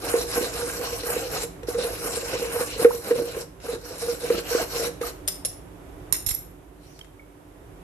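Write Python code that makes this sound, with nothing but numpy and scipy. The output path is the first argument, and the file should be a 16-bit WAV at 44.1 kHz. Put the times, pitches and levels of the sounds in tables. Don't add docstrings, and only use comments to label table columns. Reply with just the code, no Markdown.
import sys
import numpy as np
from scipy import signal
from scipy.fft import rfft, irfft, next_fast_len
from scipy.io import wavfile
from scipy.ndimage import uniform_filter1d, minimum_filter1d, map_coordinates

SR = 44100
rng = np.random.default_rng(int(sys.argv[2]) if len(sys.argv) > 2 else 0)


def master(y):
    cut = np.clip(np.atleast_2d(y).T, -1, 1)
    pcm = np.round(cut * 32767)
    wavfile.write(sys.argv[1], SR, pcm.astype(np.int16))


N = 345299
HZ = np.maximum(np.fft.rfftfreq(next_fast_len(N), 1 / SR), 1)


def from_db(db):
    return 10 ** (np.asarray(db) / 20)


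def unit_power(x):
    return x / np.sqrt(np.mean(x ** 2) + 1e-20)


def gain_over_time(points):
    times_s, levels_db = np.transpose(points)
    return from_db(np.interp(np.arange(N) / SR, times_s, levels_db, left=-120, right=-120))


def at_hz(points, hz):
    pitches_hz, values = np.transpose(points)
    return np.interp(np.log(hz), np.log(pitches_hz), values)


def colour(x, gain_db):
    size = next_fast_len(N)
    return irfft(rfft(x, size) * from_db(gain_db), size)[..., :N]


def drift(rate_hz):
    step = 40
    pole = np.exp(-2 * np.pi * rate_hz * step / SR)
    slow = signal.lfilter([1], [1, -2 * pole, pole * pole], rng.standard_normal(N // step + 1002))[1000:]
    return np.interp(np.arange(N) / step, np.arange(len(slow)), unit_power(slow))


def ring(pushes, hz, ring_s):
    decay, angle = from_db(-60 / (ring_s * SR)), 2 * np.pi * hz / SR
    return signal.lfilter([0, np.sin(angle)], [1, -2 * decay * np.cos(angle), decay ** 2], pushes + 1e-18)


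def resonate(x, hz, width_hz):
    decay, angle = np.exp(-np.pi * width_hz / SR), 2 * np.pi * hz / SR
    feedback = [1, -2 * decay * np.cos(angle), decay ** 2]
    return signal.lfilter(np.array([1, 0, -1]) * (1 - decay ** 2) / 2, feedback, x)


def place(x, pan_db, right_lag_s=0.00013):
    late = np.interp(np.arange(N) - right_lag_s * SR, np.arange(N), x)
    return np.array([x * from_db(pan_db / 2), late * from_db(-pan_db / 2)])


def room_rumble():
    # pitch_hz, level_db
    room_tone = [(35, -13), (60, 4), (75, -7), (97, -5), (178, -16.5), (208, -21), (299, -1), (328, -9),
                 (723, -12), (792, -15), (867, -15), (3770, -33), (4130, -38), (13400, -34.5)]
    # pitch_hz, likeness (0 to 1)
    likeness = [(60, 0.94), (230, 0.64), (880, 0.01), (3380, 0.01), (13000, 0.011)]
    # pitch_hz, width_hz, level_db
    rumble_bands = [(74.8, 16, -29), (103.5, 31, -13.5), (145.7, 18.5, -16), (174.8, 4.9, -16),
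                    (297.7, 7.1, -16.5), (374.7, 62, -14)]
    # time_s, level_db
    mic_gain = [(0.0, -37), (1.66, -38), (2.77, -38.5), (3.09, -43.5), (3.68, -42.5), (3.99, -41.5),
                (4.75, -36.5), (5.69, -40.5), (6.1, -38), (6.69, -45), (7.46, -44.5), (7.83, -41)]
    common, opposite = rng.standard_normal((2, N))
    alike = at_hz(likeness, HZ)
    common = colour(common, at_hz(room_tone, HZ) + 10 * np.log10(1 + alike))
    opposite = colour(opposite, at_hz(room_tone, HZ) + 10 * np.log10(1 - alike))
    broad = unit_power(common + opposite * [[1], [-1]])
    shake = rng.standard_normal(N)
    narrow = sum(from_db(level_db) * unit_power(resonate(resonate(shake, hz, width_hz), hz, width_hz))
                 for hz, width_hz, level_db in rumble_bands)
    hum_hz = 48.6 + 2.86 * drift(5.4)
    hum = from_db(-7 + 0.5 * drift(6.8)) * np.sin(2 * np.pi * np.cumsum(hum_hz) / SR)
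    return gain_over_time(mic_gain) * (from_db(-5) * broad + narrow + hum) * from_db([[-1.8], [1.8]])


def sweeps(dig_in_s=0.063, ease_off_s=0.043, turn_s=0.1, turn_db=-10.5):
    # start_s, length_s, swell_db, rasp_db, drag_db, boom_db
    strokes = [(0, 0.21, -1, -37, -37.5, -34), (0.153, 0.069, -1, -35, -54, -30.5),
               (0.247, 0.12, 11.5, -38.5, -40.5, -34), (0.397, 0.1, -22, -32.5, -36.5, -31),
               (0.488, 0.13, 8, -39.5, -40, -34.5), (0.618, 0.2, -9.5, -38.5, -41.5, -35.5),
               (0.781, 0.089, 1.5, -36, -36.5, -32), (0.862, 0.19, -7, -39.5, -44.5, -38),
               (1.016, 0.096, 8, -36.5, -38.5, -33), (1.11, 0.17, -11, -38, -41.5, -34),
               (1.278, 0.091, 5, -35.5, -37.5, -29), (1.377, 0.043, -0.5, -31, -39, -27.5),
               (1.668, 0.1, -26, -38.5, -40, -33), (1.762, 0.25, -11, -39.5, -43, -32),
               (1.968, 0.11, 12.5, -41.5, -42, -39), (2.097, 0.11, -12, -34, -41.5, -29.5),
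               (2.194, 0.15, 5, -39, -40, -33.5), (2.348, 0.12, -4, -37, -43, -33),
               (2.455, 0.16, 6.5, -40, -40, -33), (2.611, 0.19, -9, -40, -48.5, -30),
               (2.743, 0.078, 10, -38, -40, -28), (2.885, 0.12, -16, -40, -51.5, -29.5),
               (2.994, 0.11, 3, -42.5, -42.5, -29.5), (3.131, 0.099, -17, -38, -42.5, -26),
               (3.199, 0.21, 5, -45.5, -48, -33), (3.596, 0.14, 5, -46, -47.5, -34),
               (3.804, 0.15, 1.5, -45.5, -48.5, -41), (3.954, 0.19, -3.5, -39.5, -45, -36.5),
               (4.174, 0.21, 0.5, -39.5, -44, -32), (4.424, 0.19, 9, -37.5, -38.5, -36),
               (4.657, 0.2, 10, -38, -42, -33.5), (5.002, 0.086, -7.5, -37.5, -39.5, -33)]
    power, t = np.zeros((3, N)), np.arange(round(0.5 * SR)) / SR
    for start_s, length_s, swell_db, *levels_db in strokes:
        shape = np.clip(t / dig_in_s, 0, 1) * np.clip(1 - (t - length_s) / ease_off_s, 0, 1)
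        shape *= from_db(swell_db * (t / length_s - 0.5))
        power[:, round(start_s * SR):][:, :len(t)] += np.outer(from_db(levels_db), shape) ** 2
    width = round(turn_s * SR)
    gaps_filled = minimum_filter1d(-minimum_filter1d(-power, size=width), size=width)
    return np.sqrt(power + from_db(2 * turn_db) * gaps_filled)


def wire_slips(shared, slips_per_s=5000):
    sizes = from_db(2.5 * np.minimum(rng.exponential(1, (3, N)), 5)) * rng.choice([-1, 1], (3, N))
    ticks = sizes * (rng.random((3, N)) < slips_per_s / SR)
    return np.sqrt(shared) * place(ticks[0], 0) + np.sqrt(1 - shared) * ticks[1:]


def bright_bands(x, wander_db=4.5, waver_share=0.025):
    # pitch_hz, width_hz, boost_db
    bands = [(2765, 140, 9), (4050, 200, 13), (5410, 570, 7.5), (7400, 340, 6), (9100, 990, 6.5),
             (11590, 810, 19)]
    narrowest_hz = 450
    for hz, width_hz, boost_db in bands:
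        boost = from_db(boost_db + wander_db * drift(8.9))
        x = x + (boost - 1) * resonate(x, hz, max(width_hz, narrowest_hz))
    read_at = np.cumsum(1 + waver_share * drift(5))
    return np.array([map_coordinates(side, [read_at], order=2, mode="mirror") for side in x])


def scattered_rings(gain, tone, per_s, low_hz, high_hz, cycles):
    sizes = from_db(3.5 * np.minimum(rng.exponential(1, N), 3)) * (rng.random(N) < per_s / SR)
    pitches = np.geomspace(low_hz, high_hz, 45) * from_db(rng.normal(0, 0.15, 45))
    chosen = rng.integers(0, 45, N)
    strengths = from_db(at_hz(tone, pitches)) * np.sqrt(pitches)
    power = np.mean(sizes ** 2) * np.mean(strengths ** 2 * cycles / pitches) * SR / (4 * np.log(1000))
    rings = sum(ring(strength * sizes * gain * (chosen == k), hz, cycles / hz)
                for k, (hz, strength) in enumerate(zip(pitches, strengths)))
    return rings / np.sqrt(power)


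def mesh_rasp(gain, uneven):
    # pitch_hz, level_db
    rasp_tone = [(700, -57), (1500, 1), (2200, 3.5), (3300, -6.5), (6000, -1), (10000, -4), (13000, -6.5)]
    # time_s, level_db
    hand_brush = [(6.75, -83), (6.844, -60.5), (7.0, -61.5), (7.1, -80)]
    hiss = bright_bands(colour(wire_slips(shared=0.11), at_hz(rasp_tone, HZ)))
    hiss /= np.sqrt(uniform_filter1d(np.mean(hiss ** 2, axis=0), size=1500))
    rubbing = (gain * uneven + gain_over_time(hand_brush)) * hiss
    plucks = scattered_rings(gain, rasp_tone, per_s=700, low_hz=3700, high_hz=12700, cycles=260)
    return from_db(3.5) * rubbing + from_db(-5) * place(plucks, 0)


def pulp_drag(gain, uneven):
    # pitch_hz, level_db
    drag_tone = [(360, -17.5), (620, -3.5), (886, -11.5), (1100, -8), (1390, -8), (1550, -4.5),
                 (1790, -14.5), (2400, -14.5), (3120, -16), (5280, -120)]
    dull = unit_power(colour(wire_slips(shared=0.33), at_hz(drag_tone, HZ)))
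    pockets = scattered_rings(gain, drag_tone, per_s=350, low_hz=636.4, high_hz=2570, cycles=65)
    return (gain * uneven * dull + from_db(-0.5) * place(pockets, 0)) * from_db([[-1.2], [1.2]])


def jug(pushes, damping):
    # pitch_hz, level_db, ring_s (before damping)
    jug_tones = [(360, -17, 0.43), (429.5, -17, 0.19), (477.3, 4.5, 0.16), (515.5, -10.5, 0.19),
                 (547, -44, 0.06), (674, -46, 0.082), (765, -38, 0.049), (988, -40, 0.017),
                 (1190, -43, .05), (1660, -38, 0.049)]
    return sum(ring(pushes * from_db(level_db), hz, ring_s / damping) for hz, level_db, ring_s in jug_tones)


def jug_boom(gain):
    jolts = rng.standard_normal(N) * from_db(6 * drift(22))
    boom = jug(jolts * gain, damping=1.4) / np.std(jug(jolts, damping=1.4))
    return place(boom, -2.4)


def stirring():
    rasp_gain, drag_gain, boom_gain = sweeps()
    uneven = from_db(1.8 * drift(25))
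    return mesh_rasp(rasp_gain, uneven) + pulp_drag(drag_gain, uneven) + jug_boom(boom_gain)


def bowl_bumps(rock_hz=460, slow_rock_hz=290, scuff_fade_s=0.064):
    # middle_s, level_db, slow_rock_db, length_s
    bumps = [(0.14, -13, 1.5, 0.011), (0.175, -22.5, -6, 0.012), (0.378, -29.5, 16, 0.0092),
             (0.411, -36.5, 23, 0.01), (0.547, -31, -2, .015), (0.837, -31, -3, .015),
             (1.037, -25.5, -9, 0.016), (1.164, -20.5, -5, 0.0087), (1.379, -28.5, 2, .015),
             (1.633, -32.5, -2, 0.011), (1.685, -22, 5, 0.011), (1.751, -18, -8, 0.025),
             (1.848, -19, -10, .02), (2.056, -26, 2, 0.0074), (2.173, -22.5, -9, .015),
             (2.35, -22.5, -5, 0.029), (2.45, -21, -17, 0.028), (2.561, -20, -22, .015),
             (2.609, -20.5, -2, .012), (2.799, -16, -20, 0.015), (2.85, -1, -3, 0.015),
             (3.112, -10.5, -2, 0.016), (3.688, -20.5, -22, 0.0205), (4.03, -20.5, -15, 0.04),
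             (4.304, -11, -7.5, 0.012), (4.514, -20, -26, .022), (4.549, -14, 0, 0.0096),
             (4.612, -23.5, 7, .015), (4.771, -27.5, -10, .02), (4.797, -25, 1, .015),
             (4.831, -26.5, -6, 0.0092), (4.885, -37, -14, 0.028), (5.013, -21.5, -7, 0.0082)]
    force, scuff_gain = np.zeros((2, N))
    fade = from_db(-60 * np.arange(2000) / SR / scuff_fade_s)
    for middle_s, level_db, slow_rock_db, length_s in bumps:
        middle, size = round(middle_s * SR), round(length_s * SR)
        phase = 2 * np.pi * np.arange(size) / SR
        rocking = np.sin(rock_hz * phase) + from_db(slow_rock_db) * np.sin(slow_rock_hz * phase)
        force[middle - size // 2:][:size] += from_db(level_db) * np.hanning(size) * rocking * 4 / size
        force[middle] += from_db(-45 + 0.32 * level_db)
        scuff_gain[middle - size // 4:][:len(fade)] += from_db(-9.5 + 0.75 * level_db) * fade
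    bass_cut = signal.butter(3, 253, "high", fs=SR, output="sos")
    boom = jug(signal.sosfilt(bass_cut, force + 1e-18), damping=2)
    scuff_band = signal.butter(2, (590, 2280), "band", fs=SR, output="sos")
    scuff = signal.sosfilt(scuff_band, (scuff_gain + 1e-9) * rng.standard_normal(N))
    return place(boom + scuff, -2.2)


def rattles(hits, ring_db, detune_share, crack_s=0.0049, rise_s=0.00094):
    # pitch_hz, level_db, ring_s
    click_tones = [(2260, -10, .015), (2840, -13, .012), (3950, -9, .015), (4260, -8, .02), (5400, -5, .05),
                   (5850, -8, .04), (7050, -5, .02), (7500, -3, .025), (8050, -11, .014), (9200, 0, .018),
                   (9700, -2, .018), (10500, -10, .012), (11400, 3, .022), (12000, -3, .012)]
    tone_hz, tone_db, ring_s = np.transpose(click_tones)[:, :, None]
    out, t = np.zeros((2, N)), np.arange(5000) / SR
    hz = np.maximum(np.fft.rfftfreq(len(t), 1 / SR), 1)
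    bass_cut = 1 / (1 + (800 / hz) ** 4)
    for start_s, level_db, pan_db, fade_s, brightness in hits:
        detune = 1 + detune_share * rng.standard_normal((len(click_tones), 1))
        strengths = from_db(ring_db + 3 * rng.standard_normal((2, len(click_tones))))
        ringing = strengths @ (from_db(tone_db - 60 * t / ring_s) * np.sin(2 * np.pi * tone_hz * detune * t))
        noise = 0.075 * rng.standard_normal(len(t)) + 0.93 * rng.standard_normal((2, len(t)))
        shape = (from_db(-60 * t / fade_s) + 1.7 * from_db(-60 * t / crack_s)) * np.minimum(t / rise_s, 1)
        tilt = from_db(brightness * np.log2(np.maximum(hz, 1800) / 9000))
        rattle = irfft(rfft(noise * shape) * tilt * bass_cut * (1 + rfft(ringing)))
        side_gains = from_db(level_db - 19.5 + pan_db * np.array([[0.5], [-0.5]]))
        out[:, round(start_s * SR):][:, :len(t)] += rattle * side_gains
    return out


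def taps_and_clicks():
    # start_s, level_db, pan_db, fade_s, brightness_db_per_octave
    clicks = [(1.6322, -28.5, 4, 0.034, -3.5), (1.686, -21, -1.5, 0.088, 0.5), (3.6007, -35, 0, 0.036, -6),
              (5.0132, -23, 1, 0.15, -5), (5.2735, -24, 14, 0.016, 1), (5.2767, 0.5, 3.5, 0.049, 4),
              (5.2834, 1, -3, 0.038, 3), (5.449, 2.5, 1, 0.021, 6.5), (5.4547, -2, -2, 0.051, 6),
              (6.9905, -25, 4, 0.021, -5), (7.0115, -35, -8, 0.017, -6), (7.0444, -41, 18, 0.039, -5)]
    return rattles(clicks, ring_db=-24, detune_share=0.04)


def small_clinks(pair_gap_hz=34):
    # start_s, level_db, pitch_hz, ring_s, pan_db
    clinks = [(2.906, -13, 980, 0.0088, -2), (2.912, -23.5, 1350, 0.012, -2), (4.346, -27, 1330, 0.042, -2),
              (4.596, -18.5, 678, 0.09, -5), (5.032, -25, 1237, 0.067, -5), (5.278, -31.5, 600, 0.051, -3),
              (5.449, -27, 560, 0.028, 0), (6.124, -31.5, 1050, 0.053, 2), (6.133, -38, 5360, 0.26, -8),
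              (6.309, -23.5, 7460, 0.042, 1), (6.338, -40, 5870, 0.19, -5), (7.01, -29, 3170, 0.015, -8),
              (7.193, -41.5, 2230, 0.093, -3)]
    out, t = np.zeros((2, N)), np.arange(200) / SR
    for start_s, level_db, hz, ring_s, pan_db in clinks:
        push = from_db(level_db - 36) * np.hanning(len(t)) * np.sin(2 * np.pi * hz * t)
        contact = np.zeros(N)
        contact[round(start_s * SR):][:len(t)] = push
        partner = from_db(-10.5) * ring(contact, hz - pair_gap_hz, 2 * ring_s)
        out += place(ring(contact, hz, ring_s) + partner, pan_db)
    return out


def sticks_landing():
    # start_s, level_db, pan_db, fade_s, brightness_db_per_octave
    bounces = [(6.1247, 3, -14, 0.008, 4.5), (6.130, -12, -15, 0.067, 5), (6.143, -23, -7, 0.12, -4),
               (6.263, -11, -16, 0.03, 8), (6.2665, -13, -10.5, 0.17, 6), (6.2875, -9.5, -6, 0.1, 4),
               (6.306, -12, -15, 0.046, 8), (6.3105, -12.5, -5, 0.04, -0.5), (6.3405, -23.5, -14, 0.04, 16),
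               (6.347, -16, -19, 0.023, 16)]
    return rattles(bounces, ring_db=-17, detune_share=0.008)


def table_thuds():
    # start_s, level_db, pitch_hz
    thuds = [(6.126, -37, 90), (6.265, -30.5, 62), (6.31, -32.5, 70.4)]
    out, push = np.zeros(N), np.hanning(200) / 100
    for start_s, level_db, hz in thuds:
        contact = np.zeros(N)
        contact[round(start_s * SR):][:len(push)] = from_db(level_db) * push
        out += ring(contact, hz, ring_s=0.021)
    return place(out, -41)


def kitchen_echo(x):
    # pitch_hz, fade_s
    echo_times = [(200, 0.081), (2000, 0.39), (12000, 0.33)]
    size = next_fast_len(N + SR)
    hz = np.maximum(np.fft.rfftfreq(size, 1 / SR), 1)
    fade_s, tails = at_hz(echo_times, hz), np.zeros((2, len(hz)), complex)
    for k, delay_s in enumerate(rng.uniform(0.0088, 0.043, size=16)):
        round_trip = np.exp(-delay_s * (np.log(1000) / fade_s + 2j * np.pi * hz))
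        tails[k % 2] += round_trip / (1 - round_trip) * (-1) ** (k // 2)
    return irfft(rfft(x.mean(axis=0), size) * tails, size)[:, :N]


def scene():
    soft = stirring() + bowl_bumps() + small_clinks() + table_thuds()
    sharp = taps_and_clicks() + sticks_landing()
    return soft + sharp + kitchen_echo(from_db(-15.5) * soft + from_db(-13) * sharp) + room_rumble()


def record(dry):
    hiss = from_db(-67) * np.diff(rng.standard_normal((2, N + 1)))
    thinned = signal.sosfilt(signal.butter(3, 42, "high", fs=SR, output="sos"), dry + hiss)
    rounded = thinned / (1 + (thinned / 0.95) ** 6) ** (1 / 6)
    return signal.sosfilt(signal.ellip(12, 0.5, 70, 13250, fs=SR, output="sos"), rounded)


dry = scene()
out = record(dry)
master(out)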